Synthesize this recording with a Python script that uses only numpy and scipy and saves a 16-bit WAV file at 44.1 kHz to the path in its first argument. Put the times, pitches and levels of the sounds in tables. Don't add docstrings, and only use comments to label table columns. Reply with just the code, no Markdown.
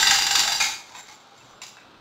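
import sys
import numpy as np
from scipy import signal
from scipy.fft import rfft, irfft
from scipy.io import wavfile
from scipy.ndimage import uniform_filter1d

SR = 44100
rng = np.random.default_rng(int(sys.argv[2]) if len(sys.argv) > 2 else 0)


def log_audio(samples):
    frames = np.atleast_2d(samples).T
    limited = np.clip(frames, -1, 1)
    pcm = np.round(limited * 32767).astype(np.int16)
    wavfile.write(sys.argv[1], SR, pcm)


def gain_from_db(level_db):
    decades = np.asarray(level_db, float) / 20
    return 10 ** decades


N = 88464
LEAD = 4410
TOTAL = N + LEAD

# frequency in Hz, level in dB per Hz.
HALL_SPECTRUM = [(25, -63), (60, -37), (100, -7.5), (650, -8), (1400, -5.5), (1900, -20), (3700, -12),
                 (9000, -37.5)]
# frequency in Hz, level in dB per Hz.
SHUDDER_SPECTRUM = [(15, -8), (40, -0.5), (120, -5), (400, -4), (700, -10.5)]
# start in seconds, length in seconds, frequency in Hz,
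# width in Hz, level in dB.
SWELLS = [(0.89, 0.14, 965, 110, -46), (1.193, 0.19, 800, 8.6, -54.5), (1.36, .16, 132, 17, -57.5),
          (1.7, 0.067, 5400, 80, -72), (1.47, 0.11, 6000, 73, -64), (0.71, 0.074, 2200, 130, -51),
          (1.764, 0.43, 334, 130, -58), (1.418, 0.23, 1170, 500, -53.5), (1.4, 0.038, 2650, 40, -56),
          (0.412, 0.16, 700, 61, -41), (.63, 0.084, 830, 40, -40)]
# time in seconds, level in dB.
SQUEAK_LEVEL = [(.9, -74), (.99, -50.5), (1.07, -63), (1.11, -56), (1.2, -67), (1.34, -84), (1.4, -64),
                (1.52, -74), (1.6, -74)]
# time in seconds, level in dB.
RUB_LEVEL = [(.86, -55), (.905, -46), (.94, -50), (.965, -40.5), (.995, -44.5), (1.05, -53), (1.085, -44),
             (1.14, -48), (1.18, -56.5), (1.33, -60.5), (1.385, -55), (1.43, -57), (1.51, -56), (1.59, -73)]
# frequency in Hz, level in dB per Hz.
CRACK_SPECTRUM = [(60, -40), (150, -62), (580, -27), (800, 6.5), (1150, -5.5), (3800, 2), (7200, 0.5),
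                  (8500, 1.5)]
# frequency in Hz, level in dB, t60 in seconds.
CRANK_MODES = [(866, -10.5, .15), (939.6, -8.5, 0.067), (1350, -13, 0.085), (1674, -10, 0.065),
               (1900, -16, 0.03), (2200, -3, 0.087), (2428, -6, .07), (3820, -7, 0.13), (4410, -17, 0.073),
               (4713, -9.5, 0.11), (4855, -12.5, 0.089), (6320, -10, 0.087), (6950, -6.5, 0.054),
               (2680, -10.5, 0.035)]
# frequency in Hz, level in dB, t60 in seconds.
HELD_FRAME_MODES = [(714, -2, 0.023), (1080, -8, 0.033), (1592, -0.9, 0.029), (1890, -6.5, 0.038),
                    (2336, -9, 0.026), (2590, -10, 0.17), (3740, -5.5, .05), (4500, -24, 0.028)]
# frequency in Hz, level in dB, t60 in seconds.
LEVER_MODES = [(783, -12, 0.054), (1036, -9, 0.055), (2250, -3.5, 0.088), (2710, -5, 0.056),
               (3450, -12, .04), (3804, -5, 0.072), (4440, -1, 0.046), (4900, -1, 0.1), (5140, -6, 0.037),
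               (5700, -6, .04), (6600, -8, 0.037), (7250, 3, 0.076)]
# frequency in Hz, level in dB, t60 in seconds.
FRAME_MODES = [(798.4, -10, 0.13), (909, -11, 0.087), (1286, -9, 0.05), (1585, -7, 0.07), (1664, -16, 0.16),
               (1891, -9.5, 0.07), (2138, -8.5, 0.051), (2790, -3, 0.033), (3584, -8, 0.099),
               (3873, -6.5, 0.13), (4403, -9.5, 0.045), (4766, -1, 0.092), (5666, -7.5, 0.081),
               (7320, -1.5, 0.049)]
# time in seconds, peak in dB, brightness in dB per octave.
HAND_KNOCKS = [
    (1.769, -34.5, -2.5),
    (1.785, -39, -2),
    (1.9, -57, -4),
    (1.942, -50.5, -8.5),
    (1.9, -42, 5),
    (0.95, -30, 2.5),
]
# time in seconds, peak in dB, brightness in dB per octave.
LEVER_TAPS = [
    (1.617, -30.5, -3.3),
    (1.634, -35, -6),
    (1.664, -40, 4),
    (1.68, -46, 2.3),
]
# time in seconds, peak in dB, brightness in dB per octave.
CRANK_STOP = [
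    (.602, -10.5, 1),
    (.61, -14, -2.6),
    (.624, -22, 5.7),
    (.638, -20, 0.5),
]
# time in seconds, peak in dB.
EARLIER_TEETH = [
    (-.056, -5),
    (-.014, -13),
]
# time in seconds, peak in dB, brightness in dB per octave.
RATCHET_TEETH = [(0.0268, -9.5, 0), (0.0692, -9, -1.3), (0.1087, -6.5, -0.8), (0.1476, -12.5, 3.3),
                 (0.1864, -15.5, 0.1), (0.2214, -16, 1.5), (0.2668, -13.5, 1), (0.3082, -12.5, 1.5),
                 (0.3526, -8, 0.4), (0.3935, -11.5, 4.1), (0.4344, -19.5, -1.4), (0.4764, -14.5, -1),
                 (0.5194, -16.5, 0.8), (0.5594, -28.5, 10)]


def rms_one(x):
    return x / np.sqrt(np.mean(x ** 2) + 1e-20)


def curve(rows):
    s, db = np.transpose(rows)
    t = (np.arange(TOTAL) - LEAD) / SR
    return gain_from_db(np.interp(t, [s[0] - .05, *s, s[-1] + .05], [-100, *db, -100]))


def colour(x, spectrum):
    hz = np.maximum(np.arange(len(x) // 2 + 1) * SR / len(x), 1)
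    points_hz, points_db = np.transpose(spectrum)
    gain_db = np.interp(np.log(hz), np.log(points_hz), points_db, right=-80)
    return irfft(rfft(x) * gain_from_db(gain_db), len(x))


def ring(clicks, hz, t60):
    decay = gain_from_db(-60 / (t60 * SR))
    w = 2 * np.pi * hz / SR
    return signal.lfilter([0, np.sin(w)], [1, -2 * decay * np.cos(w), decay * decay], clicks + 1e-18)


def narrow(hz, width_hz):
    t60 = 1.4 / width_hz
    once = ring(rng.standard_normal(TOTAL), hz, t60)
    return rms_one(ring(once, hz, t60))


def hall_noise():
    slow = uniform_filter1d(rng.standard_normal(N), size=2000)
    slow = rms_one(uniform_filter1d(slow, size=2000))
    level_db = -53 + 0.6 * slow
    return gain_from_db(level_db) * rms_one(colour(rng.standard_normal(N), HALL_SPECTRUM))


def shudder(winch):
    loudness = np.sqrt(uniform_filter1d(winch ** 2, size=1500) + 1e-12)
    return gain_from_db(-26.5) * loudness * rms_one(colour(rng.standard_normal(N), SHUDDER_SPECTRUM))


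def room(x):
    t60_s, rise_s = 0.44, 0.014
    t = np.arange(SR) / SR
    echo = rng.standard_normal(SR) * gain_from_db(-60 * t / t60_s) * (1 - np.exp(-t / rise_s))
    return signal.fftconvolve(x, echo / np.sqrt(np.sum(echo ** 2)))[:len(x)]


def coasting_hums():
    t = (np.arange(TOTAL) - LEAD) / SR
    out = np.zeros(TOTAL)
    for start, length, hz, width_hz, db in SWELLS:
        swell = np.sin(np.pi * np.clip((t - start) / length, 0, 1))
        out += gain_from_db(db) * swell * narrow(hz, width_hz)
    return out


def axle_squeak():
    return curve(SQUEAK_LEVEL) * gain_from_db(5.5) * narrow(hz=7330, width_hz=30)


def gear_rubbing():
    contacts_per_s = 2500
    grains = (rng.random(TOTAL) < contacts_per_s / SR) * rng.standard_normal(TOTAL)
    body = rms_one(sum(gain_from_db(db) * ring(grains, hz, t60 / 2) for hz, db, t60 in CRANK_MODES))
    crackle = gain_from_db(2) * rms_one(colour(grains, CRACK_SPECTRUM))
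    return curve(RUB_LEVEL) * gain_from_db(-4) * (body + crackle)


def chatter(rows, hz, level_db):
    length_s, loss_db, spread_db = 0.018, 7, 3
    s, db, tilt = np.transpose(rows)
    lags = rng.random((len(s), 8)) ** 2
    draws = rng.standard_normal((len(s), 9))
    force, uneven_db = draws[:, :8], spread_db * draws[:, 8]
    lags[:, 0] = 0.02 * lags[:, 0]
    force[:, 0] = 1.57 * np.sign(force[:, 0])
    gain = gain_from_db(db + level_db - 19.5 + tilt * np.log2(hz / 3000) + uneven_db)
    at = ((s[:, None] + length_s * lags) * SR).astype(int) + LEAD
    clicks = np.zeros(TOTAL)
    clicks[at] = gain[:, None] * gain_from_db(-loss_db * lags) * force
    return clicks


def steel_crack(rows, crack_db):
    t60_s, rise_s = 0.11, 0.001
    s, db, _ = np.transpose(rows)
    strikes = np.zeros(TOTAL)
    strikes[(s * SR).astype(int) + LEAD] = gain_from_db(db + crack_db - 15)
    fade = signal.lfilter([1], [1, -gain_from_db(-60 / (t60_s * SR))], strikes + 1e-18)
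    rise = 1 / (rise_s * SR)
    fade = signal.lfilter([rise], [1, rise - 1], fade)
    return 2 * colour(fade * rng.standard_normal(TOTAL), CRACK_SPECTRUM)


def blows(rows, modes, crack_db):
    out = np.zeros(TOTAL)
    for hz, level_db, t60 in modes:
        for side in (-2.58, -1.19, -0.058, 1.15, 1.9):
            clicks = chatter(rows, hz, level_db)
            detune = 0.0085 * side * rng.uniform(0.49, 1.55)
            out += ring(clicks, hz * (1 + detune), t60 / (1 + 0.65 * abs(side)))
    out += steel_crack(rows, crack_db)
    return signal.sosfilt(signal.butter(4, 704, "high", fs=SR, output="sos"), out)


def hand_knocks():
    return blows(HAND_KNOCKS, HELD_FRAME_MODES, crack_db=-11)


def lever_taps():
    return blows(LEVER_TAPS, LEVER_MODES, crack_db=7.0)


def crank_stop():
    return blows(CRANK_STOP, CRANK_MODES, crack_db=2.5)


def ratchet():
    earlier = [(s, db, 0) for s, db in EARLIER_TEETH]
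    return blows(earlier + RATCHET_TEETH, FRAME_MODES, crack_db=4.3)


def scene():
    hits = ratchet() + crank_stop() + hand_knocks()
    taps = lever_taps()
    echo = room(hits + gain_from_db(-6) * taps)
    turning = gear_rubbing() + axle_squeak() + coasting_hums()
    winch = (hits + taps + echo + turning)[LEAD:]
    return (winch + shudder(winch) + hall_noise())[None]


def roll_off(x):
    return signal.sosfilt(signal.butter(12, 16100, fs=SR, output="sos"), x)


def record(dry):
    edge_hz, step_hz = 7700, 3920
    top_db, second_copy_db, noise_db = -20, -24.5, 2.5
    low = signal.sosfiltfilt(signal.butter(8, edge_hz, fs=SR, output="sos"), dry)
    below_edge = signal.butter(6, [edge_hz - step_hz, edge_hz], "band", fs=SR, output="sos")
    band = signal.hilbert(signal.sosfiltfilt(below_edge, dry))
    shift = np.exp(2j * np.pi * step_hz * np.arange(N) / SR)
    top = np.real(band * shift * (gain_from_db(top_db) + gain_from_db(second_copy_db) * shift))
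    above_edge = signal.butter(4, edge_hz, "high", fs=SR, output="sos")
    hiss = signal.sosfiltfilt(above_edge, rng.standard_normal(N))
    hiss = hiss * uniform_filter1d(np.abs(band), size=200) * gain_from_db(top_db + noise_db)
    ceiling = signal.ellip(10, .2, 35, 15680, fs=SR, output="sos")
    whole = signal.sosfilt(ceiling, low + top + hiss)
    return roll_off(whole)


dry = scene()
out = record(dry)
log_audio(out)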